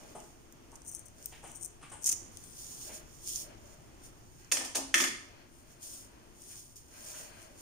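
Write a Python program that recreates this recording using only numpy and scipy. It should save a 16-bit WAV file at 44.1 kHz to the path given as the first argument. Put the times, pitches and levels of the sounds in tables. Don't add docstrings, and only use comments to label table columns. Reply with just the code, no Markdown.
import sys
import numpy as np
from scipy import signal
from scipy.fft import rfft, irfft
from scipy.io import wavfile
from scipy.ndimage import uniform_filter1d

SR = 44100
rng = np.random.default_rng(int(sys.argv[2]) if len(sys.argv) > 2 else 0)


def attenuation_scalar(level_db):
    decades = np.asarray(level_db, float) / 20
    return 10 ** decades


def materialize(psi):
    bounded = np.clip(np.atleast_2d(psi).T, -1, 1)
    quanta = np.round(bounded * 32767).astype(np.int16)
    wavfile.write(sys.argv[1], SR, quanta)


N = 335953

# (peak [s], rise [s], fall [s], crunch [dB], left minus right [dB])
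BITES = [(0.73, 0.028, .3, -63.5, 6), (0.86, .02, .03, -55, 5), (0.878, 0.0088, 0.04, -43, 3),
         (0.897, 0.033, 0.016, -44.5, 5), (0.92, .01, 0.049, -46, 4.5), (0.957, .015, 0.04, -47, 12),
         (0.995, .02, 0.036, -53, 4), (1.06, 0.011, 0.022, -53, 11), (1.25, 0.046, .03, -60, 19),
         (1.275, .03, 0.096, -56, 4), (1.45, 0.034, .2, -64, 12), (1.52, 0.099, 0.046, -51, -1),
         (1.558, 0.023, 0.042, -46, 6.5), (1.612, .008, .03, -47, 13), (1.63, 0.011, .012, -38, 7.5),
         (1.651, 0.025, 0.024, -46.5, 18), (1.9, .005, 0.016, -49, 5), (2.03, 0.023, 0.022, -49, 16),
         (2.07, 0.031, 0.027, -36, 5), (2.095, .01, 0.012, -36, 7), (2.12, .02, .02, -44, 0),
         (2.14, 0.016, 0.13, -45.5, -13.5)]
# (time [s], peak [dB], left minus right [dB])
TICKS = [(0.849, -34, 7), (0.8579, -41, 9), (0.863, -30, 4), (0.8674, -36, 5), (0.873, -27, 8),
         (0.881, -26, 5), (0.889, -36, 10), (0.8921, -30, 8), (0.8957, -26.5, 11), (0.9096, -42, 2),
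         (0.9148, -26, 14), (0.9212, -34, 2), (0.927, -32, 3), (0.936, -30, 10), (0.9443, -31, 8),
         (0.949, -16.5, 8), (0.953, -25, 13), (0.96, -28, 7), (0.966, -35, 6), (0.97, -38, 6),
         (0.9756, -41, 2), (0.9814, -43, 0), (0.9886, -39, 9), (0.9937, -27, 8), (1.0092, -41, 1),
         (1.0399, -47, 6), (1.0562, -33, 13), (1.062, -32, 7), (1.0658, -32, 8), (1.083, -35, 14),
         (1.4408, -37, 7), (1.444, -46, 10), (1.4497, -45, 11), (1.4648, -41, 10), (1.4722, -40, 6),
         (1.4761, -31, 6), (1.4846, -36, 6), (1.517, -28, 8), (1.5531, -33, 10), (1.5561, -35, 3),
         (1.5586, -28.5, 10), (1.5637, -36, 6), (1.5983, -35, 8), (1.6028, -36, 12), (1.6097, -35, 9),
         (1.6157, -37, 7), (1.6193, -36, 6), (1.6252, -28, 11), (1.632, -23, -2), (1.6405, -27, 7),
         (1.6437, -36, 13), (1.6477, -16, 7), (1.6532, -21, 3), (1.6574, -32, 7), (1.6594, -23, 9),
         (1.6775, -34, 13)]
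# (time [s], peak [dB])
BUNDLES = [(2.0166, -41), (2.0216, -35), (2.0252, -33), (2.0278, -42), (2.0331, -25), (2.042, -14.5),
           (2.0458, -22), (2.0533, -19), (2.0592, -18), (2.062, -15), (2.0653, -18), (2.0674, -9.5),
           (2.0755, -11), (2.0812, -17), (2.0886, -19), (2.0998, -22), (2.1022, -31), (2.1072, -29),
           (2.11, -26), (2.113, -17), (2.1155, -14), (2.1182, -15), (2.123, -14), (2.1248, -20),
           (2.1265, -17.5), (2.13, -27),
           (2.0588, -12), (2.0897, -10), (2.071, -24), (2.073, -17), (2.079, -25), (2.083, -20),
              (2.0925, -15), (2.094, -19), (2.097, -15), (2.134, -29), (2.14, -28)]
# (time [s], peak [dB], relative top octave [dB], left minus right [dB])
SNAPS = [(0.202, -36, -23, -1), (0.5235, -38.5, -1, 7), (0.717, -38, -14, -1), (0.7553, -31.5, -22, -3),
         (0.76, -36, -22, 2), (0.818, -37.5, -19, -2), (1.2258, -36, -3, -1), (1.2426, -37, -10, 4),
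         (1.258, -22.5, 7.5, 6.5), (2.438, -34, -20, 7), (2.678, -40, -17, 0), (2.7044, -44, -17, 0),
         (2.903, -37, -17, 0), (3.27, -30, -19, -2), (3.274, -22, -19, -7), (3.2903, -22, -19, 0),
         (3.3267, -26, -21, 5), (3.3516, -26, -12, 3), (3.3724, -33, -17, 0), (3.3782, -28, -17, -6),
         (3.385, -38, -17, 0), (4.446, -40, -28, -13), (5.9142, -39, -11.5, 6), (6.4189, -36.5, -6, 13),
         (6.4859, -39, -14, 10), (6.5774, -35, -20, 0), (6.7576, -37, -11, 10), (6.7657, -33, -17, 3),
         (6.7714, -45.5, -22.5, 3), (7.0442, -40, -17, 4.5), (7.0855, -38, -17, 0), (7.4177, -40, -22.5, 9),
         (7.427, -39, -22, -2)]
# (time [s], peak [dB], relative top octave [dB], left minus right [dB])
THREADS = [
    (2.3708, -31, -10, 8),
    (3.3584, -23.5, -21, -11),
]
# (frequency [Hz], level [dB])
CUT_TONE = [(1500, -60), (2500, -47), (4000, -34), (5300, -17), (6000, 0), (9000, 4.5), (10800, -18),
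            (11900, -22)]
# (frequency [Hz], left [dB], right [dB])
CUT_SHADE = [(7050, -0.5, -1), (7440, -3.5, -3), (8400, 0.5, -10.5), (9800, -3.5, -4), (10500, 4.5, -9),
             (12100, -6, 3), (12500, -6, -20), (14700, 7, 4)]
# (peak [s], rise [s], fall [s], rustle [dB], left minus right [dB])
STROKES = [(0.0, .1, 0.45, -62, -4.5), (0.2, 0.051, 0.3, -64, -4.5), (1.25, 0.15, 0.26, -59.5, -3),
           (2.37, 0.15, 0.24, -60, -3), (2.45, .03, 0.26, -59, 6), (2.6, 0.18, 0.11, -58.5, 1),
           (2.7, 0.22, 0.19, -48.5, -2), (2.815, 0.044, .12, -49, -3.5), (2.88, .08, 0.052, -54, -2),
           (2.945, 0.07, 0.085, -50.5, -2.5), (3.16, 0.15, .2, -59.5, -5.5), (3.285, 0.089, .15, -45, -1),
           (3.365, 0.087, 0.11, -40.5, -2.5), (3.72, 0.31, 0.14, -65.5, -5), (3.87, .04, .2, -74, -2),
           (4.05, 0.033, 0.075, -55.5, -0.5), (4.42, 0.72, 0.51, -68, -4.5),
           (5.55, 0.063, 0.45, -67.5, 5.5), (5.72, 0.27, 0.088, -66.5, -7), (5.835, 0.034, 0.26, -51, 0.5),
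           (5.88, 0.043, 0.068, -54.5, 3.5), (5.94, 0.089, 0.14, -49.5, 0), (6.36, 0.035, 0.52, -62, 0),
           (6.58, 0.24, 0.19, -52.5, 0), (6.765, 0.0096, 0.095, -54.5, -2), (7.07, 0.11, 0.29, -50, -1),
           (7.23, 0.48, 0.084, -53, -2), (7.44, 0.38, 0.22, -62.5, -0.5), (7.62, 0.086, 0.09, -59.5, -1)]
# (peak [s], rise [s], fall [s], skin rub [dB], hollow cap [dB])
RUBS = [(0.13, .45, .012, -61, -52), (1.03, 0.19, 0.28, -66.5, -64.5), (1.21, .15, 0.078, -65, -57),
        (2.9, .1, 0.23, -55, -51), (3.49, 0.14, 0.2, -59.5, -51.5), (3.65, 0.036, 0.35, -64, -54.5),
        (4.42, .08, 0.19, -62.5, -77), (5.3, 0.014, 0.074, -70, -58), (5.41, 0.46, 0.14, -58, -61.5),
        (5.7, 0.29, 0.99, -64.5, -63), (6.1, 0.1, 0.22, -74, -69), (6.28, 0.22, 0.08, -69, -60),
        (6.51, 0.028, 0.15, -61.5, -67), (6.97, 0.11, 0.98, -54.5, -57.5), (7.19, 0.16, 0.11, -61, -51.5),
        (7.3, .4, 0.27, -55.5, -73), (7.49, 0.43, 0.13, -75.5, -55.5)]
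# (frequency [Hz], level [dB])
HAIR_TONE = [(1200, -34), (2400, -9.5), (3500, 2), (5000, 1.5), (9000, 6), (16000, 1.5)]
# (frequency [Hz], width [Hz], level [dB])
RUB_MODES = [(1010, 650, 7.5), (1370, 300, -14.5), (1633, 93, 0.5), (2000, 410, 8), (2450, 260, 5.5),
             (2900, 910, 13.5), (4190, 390, 8)]
# (frequency [Hz], width [Hz], level [dB])
CAP_MODES = [(552, 23, -7), (603, 76, 27)]
# (time [s], peak [dB], relative treble [dB], handle [dB], table boom [dB])
DROPS = [(4.5153, -21, -5, -31.5, -33), (4.519, -24.5, 3, -24, -29), (4.5206, -34, 7, -16, -30),
         (4.569, -25, -3.5, -22, -25), (4.609, -34, -4, -14, -21), (4.648, -36, 4.5, -15, -15),
         (4.7482, -36, 0, -8, -19), (4.7526, -27.5, 3.5, -16, -22.5), (4.756, -43.5, 9, -17, -19),
         (4.762, -31.5, -4, -20, -21), (4.767, -36, -16, -14.5, -19), (4.8, -45, -29, -14, -4),
         (4.941, -9.5, -8.5, -32.5, -29), (4.979, -26.5, 1.5, -20, -18), (5.001, -16, -7, -28, -22),
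         (5.017, -35, 8, -28, -30), (5.038, -19, -7, -33, -27.5), (5.072, -36.5, 5, -39, -9),
         (5.11, -56, -5, -31, 3)]
# (frequency [Hz], width [Hz], level [dB])
STEEL_MODES = [(1290, 90, -11.5), (1634, 190, -24.5), (1810, 152, -5), (2090, 200, -5), (2390, 210, -4.5),
               (2617, 150, -3.5), (2900, 120, -5.5), (3105, 150, -6), (3420, 180, -6.5)]
# (frequency [Hz], width [Hz], level [dB])
BLADE_MODES = [(1590, 9, -16.5), (1940, 11, -3), (2185, 18, 5), (6040, 16, -9.5)]
# (frequency [Hz], width [Hz], level [dB])
TABLE_MODES = [(271.5, 11.3, -1), (325, 30, 6.5), (384, 18, -7)]
LANDINGS_S = [
    4.515,
    4.752,
    4.941,
]
# (time [s], peak [dB], hollow pitch [Hz], relative 2-3.5 kHz [dB], relative 8-10 kHz [dB])
KNOCKS = [(0.019, -45, 650, -16, -18), (0.148, -31.5, 715, -20.5, -5), (0.721, -43.5, 920, -20, -9),
          (1.32, -43.5, 790, -0.5, -3), (1.428, -41.5, 800, -17, -1), (1.438, -37.5, 784, -14, -2),
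          (1.488, -45, 725, -19, -7), (1.522, -62, 690, -22, -2), (1.81, -46, 1100, -5, -1),
          (1.824, -39, 1150, -12.5, -3), (1.915, -33.5, 910, -16, 3), (1.97, -60, 794, -21, -6),
          (2.891, -38.5, 520, -9.5, -13), (2.925, -61, 552, -20, -11), (3.485, -60, 614, -24, -12),
          (3.65, -54, 600, -23, -19), (7.135, -41, 1440, -8.5, -6), (7.155, -57, 1510, -6, -8),
          (7.195, -47, 600, -14, -13), (7.49, -54, 598, -16, -8)]
# (frequency [Hz], decay time [s])
ROOM_T60 = [(200, 0.42), (1000, 0.55), (2000, 0.53), (4000, 0.56), (8000, 0.43), (16000, 0.23)]
# (frequency [Hz], level [dB])
AIR_TONE = [(100, -31.5), (190, 3), (400, 8), (500, 2), (1500, -5.5), (3000, -10), (6000, -19),
            (16000, -28.5)]
# (frequency [Hz], share [0-1])
AIR_SHARED = [(40, 0.07), (300, 0.59), (900, 0.016), (4000, 0.035), (12000, 0.091)]
# (frequency [Hz], width [Hz], level [dB])
AIR_MODES = [(275, 60, -35), (356.6, 64.7, -31.5), (600, 35, -82)]
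# (frequency [Hz], level [dB])
RUMBLE_TONE = [(20, -3.5), (50, 2.5), (75, -3.5), (95, -1.5), (125, 1), (170, -0.5), (260, -43.5)]
# (frequency [Hz], left [dB], right [dB])
PORTS = [(97.7, 3, 1.5), (710, 1.5, -0.5), (2250, -2, -2.5), (3210, 0, -0.5), (3930, -4, -4.5),
         (5280, 0.5, 6), (6460, 3.5, 9), (6720, -3.5, 12), (7910, 2.5, -4.5), (8550, 8.5, -3.5),
         (9470, 7, -14.5), (10430, 0, -7.5), (13580, -4.5, -5.5), (14600, -1, 1)]

TICK_S, SNAP_S, BUNDLE_S, LANDING_S = 0.00098, 0.0016, 0.0023, 0.0027


def cut():
    bite = effort(BITES, rest_db=-92) * slips()
    crunch = []
    for _ in "lr":
        body = colour(bite * rng.standard_normal(N), CUT_TONE)
        top = band(bite * attenuation_scalar(-12) * rng.standard_normal(N), 8100, 17000, order=3)
        crunch.append(attenuation_scalar(3) * body + attenuation_scalar(1) * top)
    near = attenuation_scalar(-3.5) * place(crunch[0], heading(BITES), 0, 0.32, crunch[1])

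    s, db, pan_db = np.transpose(TICKS)
    near += attenuation_scalar(-6) * parting(s, db, -20, pan_db - 2, TICK_S, lo_hz=5930, top_gain_db=8, body_db=-30)
    near = band(near, 5260, 17000, order=3)
    near += attenuation_scalar(-33.5) * ring_ports(near, [(6000, 220, 0.081)])

    s, db = np.transpose(BUNDLES)
    lock = parting(s, db, -18, 4, BUNDLE_S, lo_hz=5140, top_gain_db=5, body_db=-21)
    near += attenuation_scalar(-8) * lock + attenuation_scalar(-9.5) * band(lock, 6000, 7700)
    near = colour_ports(near, CUT_SHADE)

    near += attenuation_scalar(-4.5) * parting(*np.transpose(SNAPS), SNAP_S, lo_hz=5500, top_gain_db=4, body_db=-18)
    near += attenuation_scalar(-2) * parting(*np.transpose(THREADS), SNAP_S, lo_hz=3650, top_gain_db=1, body_db=-24)
    near += attenuation_scalar(-43) * ring_ports(near, [(6290, 23, 0.0079)])
    return near + attenuation_scalar(-10) * room(near.mean(axis=0))


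def slips():
    slips_per_s, slip_t60_s, spread_db, drag_db = 290, 0.0163, 0.5, -5
    gap, size = rng.standard_normal((N // 100, 2)).T
    s = np.cumsum(np.exp(0.49 * gap) / slips_per_s)
    inside = s < N / SR
    jolts = clicks(s[inside], spread_db * size[inside])
    return unit(unit(decay(jolts, slip_t60_s)) + attenuation_scalar(drag_db))


def parting(s, db, top_db, pan_db, length_s, lo_hz, top_gain_db, body_db):
    ports = []
    for side in (1, -1):
        side_db = db + side * pan_db / 2
        snap = contact(s, side_db, length_s) + clicks(s + 0.00036, side_db - 2)
        bright = band(snap, lo_hz, 13000, order=4)
        top = band(contact(s, side_db + top_db + top_gain_db, length_s), 12000, 18400, order=3)
        body = band(contact(s, db + body_db, 3 * length_s), 1730, 4600)
        ports.append(bright + top + body)
    return np.array(ports)


def hair():
    stroke = effort(STROKES, rest_db=-77) * attenuation_scalar(1.6 * walk(30))
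    skin = effort(RUBS, rest_db=-83) * attenuation_scalar(1.7 * walk(16))
    hollow = effort(RUBS, rest_db=-86, column=4) * attenuation_scalar(-6)
    fibres, rub = [], []
    for _ in "lr":
        hiss = rng.standard_normal(N) + 0.7 * grains(900, t60_s=0.0047)
        fibres.append(unit(colour(hiss, HAIR_TONE)) * stroke)
        skin_noise = band(ring(rng.standard_normal(N), RUB_MODES), 600, 5400)
        cap_noise = band(ring(rng.standard_normal(N), CAP_MODES), 534, 830)
        rub.append(unit(skin_noise) * skin + unit(cap_noise) * hollow)
    rustle = attenuation_scalar(2) * place(fibres[0], heading(STROKES), 18, 0.21, fibres[1])
    return rustle + attenuation_scalar(-3.5) * place(rub[0], 4.8, 21, 0.17, rub[1])


def grains(per_s, t60_s):
    fired = (rng.random(N) < per_s / SR).astype(float)
    return unit(decay(fired, t60_s) * rng.standard_normal(N))


def drops():
    s, db, _, _, boom_db = np.transpose(DROPS)
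    blow = clatter(LANDING_S) + attenuation_scalar(2) * band(clicks(s + 0.00108, db), 1400, 8300)
    blow += attenuation_scalar(-12) * band(ring(clicks(s + 0.000802, db), STEEL_MODES), 1200, 7000, order=3)
    blow += attenuation_scalar(-51) * ring(blow, BLADE_MODES)
    chatter = attenuation_scalar(-6.5) * np.array([clatter(0.014) * attenuation_scalar(1.74 * walk(220)) for _ in "lr"])
    boom = ring(contact(s, db + boom_db, 0.028), TABLE_MODES)
    boom = attenuation_scalar(-29) * band(boom, 205, 420, order=3)
    steel = place(blow, 0.464, 0, 1, blow) + chatter + attenuation_scalar(1.5) * room(blow)
    return steel + place(boom, 2.5, 0, 0.99, boom) + attenuation_scalar(-7) * room(boom)


def clatter(length_s):
    s, db, top_db, handle_db, _ = np.transpose(DROPS)
    steel = ring(contact(s, db + 3.5, 0.5 * length_s), STEEL_MODES)
    steel = attenuation_scalar(-21.5) * band(steel, 1255, 4900, order=4)
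    crack = attenuation_scalar(3.5) * band(contact(s, db + top_db, 1.05 * length_s), 3860, 9140)
    crack += attenuation_scalar(-3) * band(contact(s, db + top_db, 1.47 * length_s), 8800, 13800)
    crack += attenuation_scalar(-10) * band(contact(s, db + top_db, 1.7 * length_s), 14000, 16000)
    handles = attenuation_scalar(19) * band(contact(s, db + handle_db, 2.62 * length_s), 455, 1006)
    return steel + crack + handles


def knocks():
    s, db, pitch_hz, mid_db, top_db = np.transpose(KNOCKS)
    push, dry = contact(s, db - 31.5, 0.016), np.zeros(N)
    starts = (s * SR).astype(int)
    for start, end, hz in zip(starts, np.append(starts[1:], N), pitch_hz):
        thud = np.pad(push[start:end][:SR // 8], (0, SR // 8))[:N - start]
        modes = [(hz, 130, 2), (1.165 * hz, 150, 1), (0.77 * hz, 100, -12), (1.59 * hz, 120, -8)]
        dry[start:start + len(thud)] += ring(thud, modes)
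    dry += attenuation_scalar(6.5) * band(contact(s, db + mid_db - 3, 0.035), 1670, 3400)
    dry += attenuation_scalar(-7) * band(contact(s, db + top_db, 0.021), 7560, 9750)
    return attenuation_scalar(1) * place(dry, -0.6, 0, 0.96, dry) + attenuation_scalar(1) * room(dry)


def air():
    rumble_db, hiss_db, stirred_db, hiss_backoff_share = -61, -59, -13, 0.98
    share = np.clip(read(AIR_SHARED, np.fft.rfftfreq(N, 1 / SR)), 0, 1)
    left, own = rng.standard_normal(N), rng.standard_normal(N)
    right = irfft(np.sqrt(share) * rfft(np.roll(left, 20)) + np.sqrt(1 - share) * rfft(own), N)
    rumble = np.array([colour(side, RUMBLE_TONE) for side in (left, right)])
    hiss = np.array([colour(side, AIR_TONE) + ring(side, AIR_MODES) for side in (left, right)])
    dip_db, backoff_db = gain_db()
    steady = attenuation_scalar(hiss_db + hiss_backoff_share * backoff_db + 1.63 * walk(3.86))
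    stirred = attenuation_scalar(stirred_db) * effort(RUBS, rest_db=-99, column=4)
    rumble_level = attenuation_scalar(rumble_db + dip_db + backoff_db + 0.8 * walk(1.43))
    return unit(rumble) * rumble_level + unit(hiss) * np.hypot(steady, stirred)


def gain_db():
    dip_db, recover_s, backoff_db = -4, 0.12, -2.5
    since_s = np.arange(N) / SR - np.array(LANDINGS_S)[:, None]
    dip = np.sum((since_s > 0) * np.exp(-np.maximum(since_s, 0) / recover_s), axis=0)
    return dip_db * dip, backoff_db * (since_s[0] > 0)


def room(x):
    t = np.arange(SR // 2) / SR
    tail = np.zeros((2, len(t)))
    for hz in 125 * 2 ** np.arange(8):
        octave = band(rng.standard_normal((2, len(t))), hz / np.sqrt(2), hz * np.sqrt(2))
        tail += octave * 1000 ** (-t / read(ROOM_T60, hz))
    tail *= np.clip(t / 0.01, 0, 1) / np.sqrt(np.sum(tail ** 2) / 2)
    return np.array([signal.oaconvolve(x, side)[:N] for side in tail])


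def place(x, pan_db, lag, alike, other):
    right = np.sqrt(alike) * np.roll(x, lag) + np.sqrt(1 - alike) * other
    return np.array([x * attenuation_scalar(pan_db / 2), right * attenuation_scalar(-pan_db / 2)])


def contact(s, db, length_s):
    shape = np.zeros(N)
    length_s = max(length_s, 3e-4)
    for start_s, size in zip(s, attenuation_scalar(db)):
        i = int(start_s * SR)
        t = np.arange(min(int(9 * length_s * SR), N - i)) / SR / length_s
        shape[i:i + len(t)] += size * (1 - np.exp(-4 * t)) * np.exp(-t)
    return shape * rng.standard_normal(N)


def swells(rows, column=3):
    t = np.arange(0, N, 16) / SR
    s, rise_s, fall_s, db = np.array(rows)[:, [0, 1, 2, column], None].transpose(1, 0, 2)
    away = np.maximum((s - t) / np.maximum(rise_s, 0.002), (t - s) / np.maximum(fall_s, 0.002))
    return attenuation_scalar(db - 20 * away ** 1.55) ** 2


def effort(rows, rest_db, column=3):
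    return np.repeat(np.sqrt(swells(rows, column).sum(axis=0) + attenuation_scalar(rest_db) ** 2), 16)[:N]


def heading(rows):
    power = swells(rows) + 1e-12
    return np.repeat(np.array(rows)[:, 4] @ power / power.sum(axis=0), 16)[:N]


def clicks(s, db):
    out = np.zeros(N)
    np.add.at(out, np.minimum((np.asarray(s) * SR).astype(int), N - 1), attenuation_scalar(db))
    return out


def decay(x, t60_s):
    return signal.lfilter([1], [1, -1000 ** (-1 / (t60_s * SR))], x)


def walk(rate_hz):
    hold = int(SR / rate_hz)
    steps = np.repeat(rng.standard_normal(N // hold + 1), hold)
    return unit(uniform_filter1d(uniform_filter1d(steps, hold), hold)[:N])


def unit(x):
    return x / np.sqrt(np.mean(x ** 2))


def ring(x, modes):
    out = 0
    for hz, width_hz, db in modes:
        pole = np.exp((2j * hz - width_hz) * np.pi / SR)
        out = out + attenuation_scalar(db) * signal.lfilter([1], [1, -pole], x).imag
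    return out


def ring_ports(x, modes):
    return np.array([ring(side, modes) for side in x])


def band(x, lo_hz, hi_hz, order=2):
    sos = signal.butter(order, [lo_hz, min(hi_hz, 0.45 * SR)], "band", fs=SR, output="sos")
    return signal.sosfilt(sos, x)


def read(table, hz, column=1):
    table = np.array(table, float)
    return np.interp(np.log(np.maximum(hz, 1)), np.log(table[:, 0]), table[:, column])


def colour(x, table, column=1):
    size = 4096
    cepstrum = irfft(np.log(attenuation_scalar(read(table, np.fft.rfftfreq(size, 1 / SR), column))))
    cepstrum[1:size // 2] *= 2
    cepstrum[size // 2 + 1:] = 0
    return signal.oaconvolve(x, irfft(np.exp(rfft(cepstrum)))[:size // 2])[:N]


def colour_ports(x, table):
    return np.array([colour(side, table, column=k + 1) for k, side in enumerate(x)])


def scene():
    return cut() + hair() + drops() + knocks() + air()


def band_limit(x):
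    return signal.sosfilt(signal.butter(12, 16780, fs=SR, output="sos"), x)


def record(dry):
    ported = colour_ports(dry, PORTS)
    ported += attenuation_scalar(-71.5) * band(rng.standard_normal(dry.shape), 6100, 17300)
    top_cut = signal.ellip(8, 0.2, 45, 15500, fs=SR, output="sos")
    return band_limit(signal.sosfilt(top_cut, ported))


dry = scene()
out = record(dry)
materialize(out)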